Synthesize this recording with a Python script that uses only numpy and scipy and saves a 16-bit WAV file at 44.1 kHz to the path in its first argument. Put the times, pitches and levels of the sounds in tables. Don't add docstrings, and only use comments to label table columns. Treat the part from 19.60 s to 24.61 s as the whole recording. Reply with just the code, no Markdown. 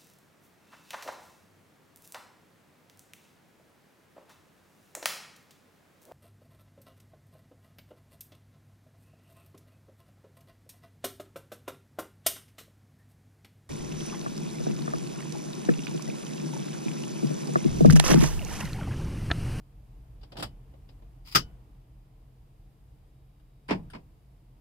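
import sys
import numpy as np
from scipy import signal
from scipy.fft import rfft, irfft, next_fast_len
from scipy.io import wavfile
from scipy.ndimage import uniform_filter1d

SR = 44100
rng = np.random.default_rng(int(sys.argv[2]) if len(sys.argv) > 2 else 0)


def dump_mix(stems):
    frames = np.atleast_2d(stems).T
    limited = np.clip(frames, -1, 1)
    pcm = np.round(limited * 32767).astype(np.int16)
    wavfile.write(sys.argv[1], SR, pcm)


N = 220808
TIME = np.arange(N) / SR

# f/Hz, relative density/dB
RUMBLE_SPECTRUM = [(15, -15.5), (27, -11), (37, 21.5), (45, 13), (55, 18), (72, -1), (88, 6.5), (105, 2.5),
                   (150, -42.5)]
HUM_SPECTRUM = [(90, -15.5), (108, -6), (132, 7.5), (143, -7), (156, -18.5), (260, -50.5)]
AIR_SPECTRUM = [(90, -22), (150, -5), (200, -9), (254, -15), (300, -10), (390, -21), (450, -15),
                (530, -22.5), (660, -19), (1000, -23.5), (1500, -32.5), (3000, -36.5), (6000, -63)]
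KEY_SPECTRUM = [(40, -11), (130, 1), (480, -4), (800, 1.5), (1020, 1.5), (1250, 1.5), (2300, -6.5),
                (3300, -2.5), (4250, -8), (4950, -2), (6200, -22), (7700, -12.5), (10000, -17.5),
                (15000, -23.5)]
# f/Hz, correlation
FLOOR_CORRELATION = [(60, 0.99), (150, 0.95), (380, 0.92), (950, -0.15), (2380, 0.37), (5980, -0.03),
                     (15000, 0.16)]
CONTACT_CORRELATION = [(60, .95), (170, .92), (290, .7), (480, 0), (1200, 0), (2300, -.3), (4500, -.05),
                       (14000, -.05)]
# f/Hz, t60/s
COLUMN_DECAY = [(40, .7), (130, .3), (300, .16), (700, .115), (1400, .085), (3000, .11), (5000, .115),
                (8000, .105), (14000, .1)]


def amp(db):
    return 10 ** (np.asarray(db) / 20)


def at_hz(table, hz):
    f, value = np.transpose(table)
    return np.interp(np.log(hz + 1e-3), np.log(f), value)


def add(out, start_s, sound):
    start = round(start_s * SR)
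    out[:, start:start + sound.shape[1]] += sound[:, :N - start]


def panned(x, left_db):
    return x * amp(left_db * np.array([[.5], [-.5]]))


def noise(spectra, correlation, count):
    size = next_fast_len(count, True)
    hz = np.fft.rfftfreq(size, 1 / SR)
    gain = amp(sum(at_hz(table, hz) for table in spectra)) * (hz > 12) * (hz < 16000)
    alike = np.clip(at_hz(correlation, hz), -.99, .99)
    mid, side = np.exp(2j * np.pi * rng.random((2, len(hz))))
    stereo = np.sqrt(1 + alike) * mid + np.sqrt(1 - alike) * side * [[1], [-1]]
    x = irfft(gain * stereo, size)
    return x[:, :count] / x.std()


def steady_noise(spectrum):
    x = noise([spectrum], FLOOR_CORRELATION, N)
    power = uniform_filter1d(np.mean(x ** 2, axis=0), 16000)
    return x / np.sqrt(power)


def contact(spectra, decay, crack, crack_s, rise_s, size=24000):
    t, hz = TIME[:size], np.fft.rfftfreq(size, 1 / SR)
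    excitation = rfft(noise(spectra, CONTACT_CORRELATION, size))
    centres_hz = np.array(decay)[:, 0]
    out = 0
    for weights, (centre_hz, t60_s) in zip(np.eye(len(decay)), decay):
        band = irfft(excitation * at_hz(np.c_[centres_hz, weights], hz), size)
        swell = 1 - np.exp(-t / (rise_s + .5 / centre_hz))
        out = out + band * swell * amp(-60 * t / t60_s)
    return out * (1 + crack * np.exp(-t / crack_s))


def blows(hits, spectrum, decay, crack, crack_s, rise_s, thud_db=0, housing_db=0, treble_db=0, dulling=0):
    out = np.zeros((2, N))
    hardest_db = max(db for _, db in hits)
    for start_s, db in hits:
        dull_db = dulling * (hardest_db - db)
        touch = [(550, thud_db + .5 * dull_db), (1300, housing_db - .8 * dull_db),
                 (3000, 0), (5200, 0), (7500, treble_db - dull_db)]
        add(out, start_s, amp(db) * contact([spectrum, touch], decay, crack, crack_s, rise_s))
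    return out


def across_cabin(x):
    # f/Hz, left minus right/dB
    balance = [(250, 0), (600, -4), (1300, 1.5), (2800, 2), (4900, 5), (7000, 0), (13000, -1.5)]
    size = next_fast_len(N)
    left_db = at_hz(balance, np.fft.rfftfreq(size, 1 / SR))
    return irfft(panned(rfft(x, size), left_db), size)[:, :N]


def cabin(hum_db, hum_follow, air_db, air_follow, hiss_db):
    # t/s, level/dB
    contour = [(0, -53.5), (.35, -48.5), (1.5, -50.5), (2.6, -55), (3.4, -55.5), (3.9, -57.5),
               (5.01, -56.5)]
    # f/Hz, relative density/dB
    hiss_spectrum = [(1000, -6), (2400, 2.5), (3800, 3), (4250, -.5), (4850, 4), (5800, -4), (8000, -2.5),
                     (13000, -1), (16000, -3)]
    rumble_db = np.interp(TIME, *np.transpose(contour))
    swing_db = rumble_db - rumble_db.mean()
    layers = [(RUMBLE_SPECTRUM, rumble_db), (AIR_SPECTRUM, air_db + air_follow * swing_db),
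              (hiss_spectrum, hiss_db), (HUM_SPECTRUM, hum_db + hum_follow * swing_db)]
    return sum(amp(db) * steady_noise(spectrum) for spectrum, db in layers)


def whine(start_s, end_s, fade_s, hz, rms_db):
    fade = np.clip(np.minimum(TIME - start_s, end_s - TIME) / fade_s, 0, 1)
    return amp(rms_db) * fade * np.sqrt(2) * np.sin(2 * np.pi * hz * TIME)


def body_boom(t60_s, rise_s, hum_db, tail_db):
    # t/s, level/dB
    booms = [(.825, -49), (1.756, -43.5), (4.107, -44.5)]
    envelope = 0
    for start_s, db in booms:
        t = np.clip(TIME - start_s, 0, None)
        envelope = envelope + amp(db - 60 * t / t60_s) * (1 - np.exp(-t / rise_s))
    rumble, hum, tail = map(steady_noise, (RUMBLE_SPECTRUM, HUM_SPECTRUM, AIR_SPECTRUM))
    return envelope * (rumble + amp(hum_db) * hum + amp(tail_db) * tail)


def relay(gain_db):
    # t/s, level/dB
    ticks = [(3.797, -71), (4.082, -51), (4.3005, -51), (4.332, -61)]
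    # f/Hz, relative density/dB
    spectrum = [(300, -12), (1050, -13), (1480, 3), (2350, -15), (2900, 2), (3300, -6), (3700, -2),
                (4250, -15), (4800, -3), (5900, -21), (7500, -18), (9300, -5), (10800, -21), (15000, -22)]
    # f/Hz, t60/s
    decay = [(300, 0.065), (3000, 0.11), (9000, 0.14)]
    return amp(gain_db) * blows(ticks, spectrum, decay, crack=.23, crack_s=.0033, rise_s=.00069,
                                thud_db=-6, housing_db=7.5, treble_db=.2)


def door_locks(gain_db, rebound_gap_s, rebound_db, loss_db):
    # t/s, level/dB
    hits = [(4.0868, -32.5), (4.096, -31.5), (4.1068, -22), (4.119, -32.5), (4.333, -41.5), (4.347, -40.5)]
    # f/Hz, relative density/dB
    stop_spectrum = [(40, -13.5), (100, -18.5), (160, 2), (290, 0), (380, -3.5), (600, -10), (830, -6),
                     (990, -4), (1300, -16), (2400, -13), (4000, -28), (5050, -22), (6200, -49.5),
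                     (15000, -76.5)]
    panel_spectrum = [(60, -16.5), (120, -6.5), (170, 6.5), (290, -12), (450, -21), (1000, -27.5),
                      (4000, -58.5)]
    # f/Hz, t60/s
    decay = [(50, 1), (180, 0.23), (500, 0.21), (1200, 0.12), (4000, 0.13), (12000, 0.15)]
    stops = blows(hits, stop_spectrum, decay, crack=.78, crack_s=.018, rise_s=.002,
                  thud_db=-2, housing_db=.5, treble_db=16)
    hardest_s, _ = max(hits, key=lambda hit: hit[1])
    rebounds = [(hardest_s + (k + 1) * rebound_gap_s, rebound_db - k * loss_db) for k in range(4)]
    panels = blows(rebounds, panel_spectrum, decay, crack=.51, crack_s=.016, rise_s=.0015)
    return amp(gain_db) * (stops + panels)


def hand_knocks(gain_db):
    # t/s, level/dB
    knocks = [(.633, -60), (.724, -48), (.755, -44.5), (1.136, -56.5), (1.420, -58)]
    # f/Hz, relative density/dB
    spectrum = [(100, -8), (300, -1.5), (450, -8), (620, 4), (900, -10), (1500, -20), (4000, -31),
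                (12000, -65)]
    return amp(gain_db) * blows(knocks, spectrum, COLUMN_DECAY, crack=.67, crack_s=.013, rise_s=.002,
                                thud_db=-5.5, housing_db=-6)


def spring_ping(hz, t60_s):
    # t/s, level/dB
    twangs = [(.826, -51), (1.756, -36)]
    out, t = np.zeros((2, N)), TIME[:SR // 2]
    for start_s, db in twangs:
        phase = rng.uniform(0, 2 * np.pi) + np.array([[0], [np.pi / 2]])
        add(out, start_s, amp(db - 60 * t / t60_s) * np.sin(2 * np.pi * hz * t + phase))
    return out


def barrel_ring(hits, rise_s=.0015):
    # f/Hz, level/dB, t60/s
    modes = [(119, -24, .2), (170, -20, .17), (1136, -20, .07), (1248, -14, .075), (1408, -17, .075),
             (1494, -16, .085), (1453, -44, .34), (1650, -20, .07), (2812, -21, .07), (2913, -21, .07),
             (4800, -19, .1), (4942, -15, .1), (5110, -16, .11), (5241, -17, .1)]
    out, t = np.zeros((2, N)), TIME[:20000]
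    for start_s, db in hits:
        ring = 0
        for hz, mode_db, t60_s in modes:
            apart_rad = np.arccos(at_hz(CONTACT_CORRELATION, hz)) * rng.choice([-1, 1])
            phase = rng.uniform(0, 2 * np.pi) + np.array([[0], [apart_rad]])
            ring = ring + amp(mode_db - 60 * t / t60_s) * np.sin(2 * np.pi * hz * t + phase)
        add(out, start_s, amp(db) * ring * (1 - np.exp(-t / rise_s)))
    return out


def cylinder_judder(start_s, end_s, gap_s, jitter_s, slip_db, spread_db):
    slips = [(slip_s + jitter_s * rng.normal(), slip_db + spread_db * rng.normal())
             for slip_s in np.arange(start_s, end_s, gap_s)]
    return blows(slips, KEY_SPECTRUM, COLUMN_DECAY, crack=.57, crack_s=.0099, rise_s=.0027,
                 thud_db=13, housing_db=-7, treble_db=1)


def key_turn(click_gain_db, ring_gain_db):
    # t/s, level/dB
    hits = [(.612, -57.5), (.631, -49.5), (.719, -46), (.7685, -37), (.796, -40), (.8246, -26),
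            (1.289, -52.5)]
    clicks = blows(hits, KEY_SPECTRUM, COLUMN_DECAY, crack=.68, crack_s=.009, rise_s=.0021,
                   thud_db=2, housing_db=3, treble_db=2.5, dulling=.41)
    return amp(click_gain_db) * clicks + amp(ring_gain_db) * barrel_ring(hits)


def key_slide(start_s, end_s, attack_s, rub_db, sag_db_per_s, catches_per_s):
    # f/Hz, relative density/dB
    spectrum = [(530, -49), (900, -17), (1370, -13), (1590, -25.5), (2070, -12.5), (3460, -13), (4180, -15),
                (4940, -4), (5840, -23), (14400, -22.5), (15500, -17)]
    # t/s, level/dB
    drops = [(1.7135, -49.5), (1.7225, -43)]
    t = np.clip(TIME - start_s, 0, None)
    stroke = np.minimum(t / attack_s, 1) * amp(rub_db - sag_db_per_s * t) * (TIME < end_s)
    catches = (rng.random(N) < catches_per_s / SR) * rng.exponential(1, N)
    grain = 4 + signal.lfilter([1], [1, -np.exp(-1 / (.003 * SR))], catches)
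    grain /= np.sqrt(np.mean(grain ** 2))
    rub = stroke * grain * noise([spectrum], CONTACT_CORRELATION, N)
    return rub + blows(drops, spectrum, COLUMN_DECAY, crack=.7, crack_s=.006, rise_s=.0017, treble_db=2)


def key_release(snap_gain_db, ring_gain_db):
    # t/s, level/dB
    hits = [(1.7488, -16.5), (1.7558, -12)]
    # f/Hz, relative density/dB
    spectrum = [(40, -8), (130, -3.5), (360, 1), (730, -7.5), (1000, -4), (1250, 5.5), (1550, -2),
                (2300, -6), (3000, -4), (4200, -8.5), (4900, 1), (6100, -10), (9500, -20.5), (14000, -18)]
    snap = blows(hits, spectrum, COLUMN_DECAY, crack=.43, crack_s=.0077, rise_s=.0017,
                 thud_db=-4, housing_db=1.9, treble_db=1.17)
    return amp(snap_gain_db) * snap + amp(ring_gain_db) * barrel_ring(hits)


def scene():
    key = key_turn(click_gain_db=-1.5, ring_gain_db=-8)
    key += cylinder_judder(start_s=.784, end_s=.812, gap_s=.0105, jitter_s=.00063,
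                           slip_db=-37, spread_db=3)
    key += hand_knocks(gain_db=1)
    key += key_slide(start_s=1.647, end_s=1.75, attack_s=.028, rub_db=-50.5,
                     sag_db_per_s=71, catches_per_s=900)
    key += panned(key_release(snap_gain_db=-1, ring_gain_db=2), left_db=1)
    locks = door_locks(gain_db=-.5, rebound_gap_s=.041, rebound_db=-31.5, loss_db=9) + relay(gain_db=.5)
    boom = body_boom(t60_s=1.2, rise_s=.03, hum_db=-5.5, tail_db=-9.5)
    background = cabin(hum_db=-59, hum_follow=.6, air_db=-64.5, air_follow=.51, hiss_db=-79)
    background += whine(start_s=3.45, end_s=4.38, fade_s=.1, hz=3805, rms_db=-93)
    key += spring_ping(hz=3015, t60_s=.22)
    return background + boom + across_cabin(locks + key)


def record(dry):
    return signal.sosfilt(signal.butter(16, 15300, fs=SR, output="sos"), dry)


dry = scene()
out = record(dry)
dump_mix(out)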